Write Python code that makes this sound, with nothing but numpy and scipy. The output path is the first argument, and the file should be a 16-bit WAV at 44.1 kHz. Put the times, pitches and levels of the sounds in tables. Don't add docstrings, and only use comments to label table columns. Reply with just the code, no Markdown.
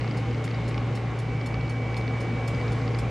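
import sys
import numpy as np
from scipy import signal
from scipy.fft import rfft, irfft
from scipy.io import wavfile
from scipy.ndimage import uniform_filter1d

SR = 44100
rng = np.random.default_rng(int(sys.argv[2]) if len(sys.argv) > 2 else 0)


def wav_out(sig):
    wavfile.write(sys.argv[1], SR, np.round(np.clip(np.atleast_2d(sig).T, -1, 1) * 32767).astype(np.int16))


N = 136710


def gain_of(db):
    return 10 ** (np.asarray(db) / 20)


def evened(x):
    return x / np.sqrt(np.mean(x ** 2) + 1e-20)


def read(points, hz, column=1):
    p = np.transpose(points)
    return np.interp(np.log(hz + 1), np.log(p[0] + 1), p[column])


def add(mix, start_s, sound):
    part = mix[:, round(start_s * SR):][:, :sound.shape[1]]
    part += sound[:, :part.shape[1]]


def drift(top_hz):
    t = np.arange(0, N, 256) / SR
    slow = np.zeros(len(t))
    for hz in np.geomspace(top_hz / 20, top_hz, num=16):
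        slow += np.sin(2 * np.pi * (hz * t + rng.random())) / np.sqrt(hz)
    return np.interp(np.arange(N) / SR, t, evened(slow))


def tone(hz, rms_db):
    cycles = np.cumsum(hz * np.ones(N)) / SR + rng.random()
    return np.sqrt(2) * gain_of(rms_db) * np.sin(2 * np.pi * cycles)


RING_SAMPLES = 5000
STRIKE_S, MODE_SPREAD_DB = .0008, 2.5


def ring(hz, t60_s, lag_s, alike_db, opposed_db):
    t = np.maximum(np.arange(RING_SAMPLES) / SR - lag_s, 0)
    cycles = hz * t + rng.random((2, 1))
    start = 1 - np.exp(-(t / STRIKE_S) ** 2)
    level_db = np.array([[alike_db], [opposed_db]]) + MODE_SPREAD_DB * rng.standard_normal()
    return start * gain_of(level_db - 60 * t / t60_s) * np.sin(2 * np.pi * cycles)


# frequency in Hz, relative density in dB per Hz.
RUSH_ALIKE = [(76, -18), (130, -5), (201, -11.5), (260, -12), (374, -17.5), (482, -16), (669, -23.5),
              (789, -19), (864, -24), (1090, -24), (1760, -29), (2110, -29), (6520, -48), (8880, -57.5),
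              (10100, -65.5), (13100, -101), (22000, -120)]
# frequency in Hz, relative density in dB per Hz.
RUSH_OPPOSED = [(35, -52.5), (60, -18), (85, -14), (109, -7), (320, -1.5), (422, -2), (546, -8.5),
                (875, -12), (1810, -18.5), (2300, -14.5), (2910, -23), (4280, -27), (6570, -33.5),
                (8200, -35.5), (10100, -31.5), (11500, -35.5), (12500, -35.5), (14200, -45), (15000, -63)]
# frequency in Hz, width in Hz, lift in dB.
HOUSING_MODES = [(60.1, 8, 19.5), (73, 5, 13), (101, 34, -5.5), (145.6, 6.1, 7.5), (251.5, 8.6, 5),
                 (269.6, 12, 4), (322, 20, 4.5), (424.7, 24, 5), (485.7, 11, 7), (568, 25, 5.5),
                 (636, 12, 3.5), (754, 26, 1.5), (781, 39, 5), (890, 19, 3.5), (1103, 36, 4),
                 (2040, 160, 1)]
# centre in Hz, width in octaves, share of the alike part.
LEFT_BAND = (330, .5, .06)
# time in seconds, level in dB.
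TREBLE_LEVEL = [(0.0, -60.5), (1.6, -63), (1.7, -62.5), (2.43, -63), (2.55, -60), (3.1, -63)]
# frequency in Hz, growth in dB.
RUSH_GROWTH = [(100, 2.5), (250, 0), (500, 1.5), (1200, 1.5), (3000, -0.5), (6000, 1.5)]
RUSH_ALIKE_DB, RUSH_OPPOSED_DB = -31, -47.5
RUMBLE_EDGE_HZ, TREBLE_EDGE_HZ = 39.7, 3500
PATCHY_RMS_DB, SWELL_RMS_DB, SWELL_TOP_HZ = 0.91, 0.91, 1.5


def rush():
    hz = np.fft.rfftfreq(N, 1 / SR)
    lift_db = sum(db / (1 + (2 * (hz - f) / width) ** 2) for f, width, db in HOUSING_MODES)
    low_cut = 1 / np.sqrt(1 + (RUMBLE_EDGE_HZ / (hz + 1)) ** 10)
    white = rfft(rng.standard_normal((2, N))) * low_cut
    alike = evened(irfft(white[0] * gain_of(read(RUSH_ALIKE, hz) + lift_db), N)) * gain_of(RUSH_ALIKE_DB)
    opposed = evened(irfft(white[1] * gain_of(read(RUSH_OPPOSED, hz)), N)) * gain_of(RUSH_OPPOSED_DB)

    centre_hz, width_octaves, share = LEFT_BAND
    lean = share * np.exp(-(np.log2((hz + 1) / centre_hz) / width_octaves) ** 2)
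    opposed = opposed + irfft(rfft(alike) * lean, N)

    f, t, spectra = signal.stft([alike, opposed], SR, nperseg=1024)
    patches = uniform_filter1d(rng.standard_normal(spectra.shape[1:]), size=12, axis=0)
    patches = evened(uniform_filter1d(patches, size=5, axis=1))
    at_s, treble_db = np.transpose(TREBLE_LEVEL)
    treble_weight = 1 / (1 + (TREBLE_EDGE_HZ / (f + 1)) ** 4)
    change_db = np.outer(treble_weight, np.interp(t, at_s, treble_db - treble_db.mean()))
    change_db = change_db + PATCHY_RMS_DB * patches
    change_db = change_db + read(RUSH_GROWTH, f)[:, None] * (t * SR / N - .5)
    shaped = signal.istft(spectra * gain_of(change_db), SR, nperseg=1024)[1][:, :N]
    return shaped * gain_of(SWELL_RMS_DB * drift(SWELL_TOP_HZ))


# time in seconds, level in dB.
LENS_CLICKS = [(0.0104, -32.5), (0.0443, -34), (0.0777, -34.5), (0.1112, -33.5), (0.1464, -42),
               (0.3112, -36), (0.3456, -36), (0.3804, -42), (0.4778, -31.5), (0.5117, -35), (0.545, -34),
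               (0.7113, -32), (0.7437, -32), (0.7784, -29), (0.8154, -44), (0.9258, -47), (0.9737, -34),
               (1.4122, -33), (1.5424, -30), (1.6112, -35), (1.6781, -38), (1.944, -33), (2.0118, -36),
               (2.0787, -33), (2.5475, -31.5), (2.6134, -33.5), (2.6803, -32.5), (2.8165, -38),
               (2.879, -32), (2.9472, -30.5)]
# nominal frequency in Hz, relative alike level in dB, relative opposed in dB.
LENS_MODES = [(3840, -6, -19), (4310, -0.5, -16.5), (4670, -0.5, -15), (5150, -2.5, -14), (5660, -11, -21),
              (2000, 0, -13), (2240, 0.5, -22), (2800, -4, -18), (3320, -10, -20), (1225, -4, -16.5)]
LENS_T60_CYCLES, LENS_LEAD_S, LENS_SMEAR_S = 34, .0012, .002


def lens():
    out = np.zeros((2, N))
    for time_s, db in LENS_CLICKS:
        click = np.zeros((2, RING_SAMPLES))
        for f, alike_db, opposed_db in LENS_MODES:
            mode_hz, lag_s = f * rng.uniform(.95, 1.05), LENS_SMEAR_S * rng.random()
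            click += ring(mode_hz, LENS_T60_CYCLES / f, lag_s, alike_db, opposed_db)
        add(out, time_s - LENS_LEAD_S, gain_of(db) * click)
    return out


# start in seconds, level in dB.
BEATS = [(0.1705, -44.5), (0.4406, -42.5), (0.6779, -43), (0.951, -44), (1.1882, -44.5), (1.4596, -42.5),
         (1.6945, -44.5), (1.9668, -43), (2.204, -44), (2.4762, -40.5), (2.7187, -45.5), (2.9868, -41)]
# nominal frequency in Hz, relative tick level in dB, relative tock
# level in dB, opposed level re alike in dB, longest t60 in seconds.
CLOCKWORK_MODES = [(2590, -9, 2.5, -18, .035), (3565, -11, -3.5, -17, 0.054), (4360, -3.5, -2, -16, 0.061),
                   (5214, -3.5, 0.5, -16, 0.051), (5840, -14, -14, -16, 0.036),
                   (6490, -8, -11.5, -13, 0.056), (7070, -12.5, -8, -9, 0.063),
                   (8090, -15.5, -10, -10.5, 0.052), (8400, -20, -17, -9.5, 0.039),
                   (9570, -11.5, -16.5, -3, 0.051)]
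# nominal lag in seconds, relative level in dB.
IMPACTS = [(0, 7), (.005, 1), (0.012, 1.5)]
# frequency in Hz, relative alike level in dB, relative opposed in dB.
RATTLE_SPECTRUM = [(2500, -13, -20.5), (4420, -2, -17), (7000, -6.5, -13), (9000, -8.5, -7.5),
                   (10100, -10, 4.5), (10500, -19, -10.5), (11900, -16, -10), (13500, -21, -21),
                   (15000, -38.5, -38.5)]
RATTLE_DB, RAGGED_RMS_DB, SECOND_BEAT_TOP_DB = 1.5, 3, 7
RATTLE_RISE_S, RATTLE_T60_S, TOP_T60_S = 0.0033, 0.15, 0.075


def timer():
    out = np.zeros((2, N))
    t, hz = np.arange(RING_SAMPLES) / SR, np.fft.rfftfreq(RING_SAMPLES, 1 / SR)
    rise = 1 - np.exp(-t / RATTLE_RISE_S)
    body_decay = rise * gain_of(-60 * t / RATTLE_T60_S)
    top_decay = rise * gain_of(-60 * t / TOP_T60_S)
    is_top = hz > RATTLE_SPECTRUM[4][0]
    colour = gain_of([read(RATTLE_SPECTRUM, hz, column=1), read(RATTLE_SPECTRUM, hz, column=2)])
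    colour = colour * (hz > RATTLE_SPECTRUM[0][0] / 2)
    for k, (start_s, db) in enumerate(BEATS):
        is_second = k % 2
        wander = evened(uniform_filter1d(rng.standard_normal(len(t)), size=90))
        noise = gain_of(RAGGED_RMS_DB * wander) * rng.standard_normal((2, len(t)))
        body = rfft(body_decay * noise) * ~is_top
        top = rfft(top_decay * noise) * is_top * gain_of(SECOND_BEAT_TOP_DB * is_second)
        beat = gain_of(RATTLE_DB) * irfft((body + top) * colour)
        for f, tick_db, tock_db, opposed_db, t60_s in CLOCKWORK_MODES:
            mode_db = tock_db if is_second else tick_db
            for lag_s, impact_db in IMPACTS:
                mode_hz, mode_t60_s = f * rng.uniform(.95, 1.04), t60_s * rng.uniform(.5, 1)
                mode = ring(mode_hz, mode_t60_s, lag_s * rng.uniform(.6, 1.1), 0, opposed_db)
                beat = beat + mode * gain_of(impact_db + mode_db) / 2
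        add(out, start_s, gain_of(db) * beat)
    return out


# time in seconds, excess in percent.
SPEED_EXCESS = [(0, .75), (.3, .48), (.5, .41), (1.0, .41), (1.35, .04), (1.6, 0), (2.6, .02), (2.85, .55),
                (3.1, .7)]
# time in seconds, upper level in dB, lower in dB.
TRADING_LEVELS = [(0, -72, -51.5), (.4, -63, -51), (.8, -62, -52), (.95, -62, -55), (1.1, -58, -71),
                  (1.3, -47, -64), (1.6, -45, -64), (2.0, -43.5, -66), (2.66, -44, -65), (2.73, -49.5, -74),
                  (2.9, -52.5, -53.5), (3.1, -52.5, -58)]
SEPARATE_HZ = [1653.6, 2056.6, 2136]
# mean alike level in dB, mean opposed level in dB.
SEPARATE_LEVELS = [(-63.5, -73), (-58.5, -68), (-60, -75)]
COMB_PLACES = [-4, 1, 4, 5, 6, 8, 9, 11]
# mean alike level in dB, mean opposed level in dB.
COMB_LEVELS = [(-60, -78), (-56.5, -77), (-69, -79.5), (-67, -81), (-65, -79), (-71.5, -81), (-62, -85.5),
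               (-69, -80)]
COMB_STEP_HZ, UPPER_HZ = 79.3, 2276.6
TRADE_OPPOSED_DB, WHINE_WAVER_RMS_DB = -24, 1.2
HUM_HZ, HUM_DB, HUM_OPPOSED_DB, HUM_WAVER_RMS_DB = 116.3, -29, -37.5, 0.44
STEADY_HZ, STEADY_DB, STEADY_OPPOSED_DB = 1079.3, -57, -18


def motor():
    hum = tone(HUM_HZ, HUM_DB + HUM_WAVER_RMS_DB * drift(4.58))
    steady = tone(STEADY_HZ, STEADY_DB + WHINE_WAVER_RMS_DB * drift(1.6))
    out = hum * gain_of([[0], [HUM_OPPOSED_DB]]) + steady * gain_of([[0], [STEADY_OPPOSED_DB]])

    t = np.arange(N) / SR
    speed = 1 + np.interp(t, *np.transpose(SPEED_EXCESS)) / 100
    at_s, upper_db, lower_db = np.transpose(TRADING_LEVELS)
    for hz, curve_db in ((UPPER_HZ, upper_db), (UPPER_HZ - COMB_STEP_HZ, lower_db)):
        level_db = np.interp(t, at_s, curve_db)
        out = out + np.array([tone(hz * speed, level_db + db) for db in (0, TRADE_OPPOSED_DB)])

    whines_hz = SEPARATE_HZ + [UPPER_HZ + step * COMB_STEP_HZ for step in COMB_PLACES]
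    for hz, levels_db in zip(whines_hz, SEPARATE_LEVELS + COMB_LEVELS):
        out = out + np.array([tone(hz * speed, db + WHINE_WAVER_RMS_DB * drift(2)) for db in levels_db])
    return out


def scene():
    alike, opposed = rush() + lens() + timer() + motor()
    return np.array([alike + opposed, alike - opposed])


BAND_EDGE_HZ = 15000


def record(dry):
    low_pass = signal.firwin(511, BAND_EDGE_HZ, window=("kaiser", 9), fs=SR)
    return signal.oaconvolve(dry, low_pass[None], "same")


dry = scene()
out = record(dry)
wav_out(out)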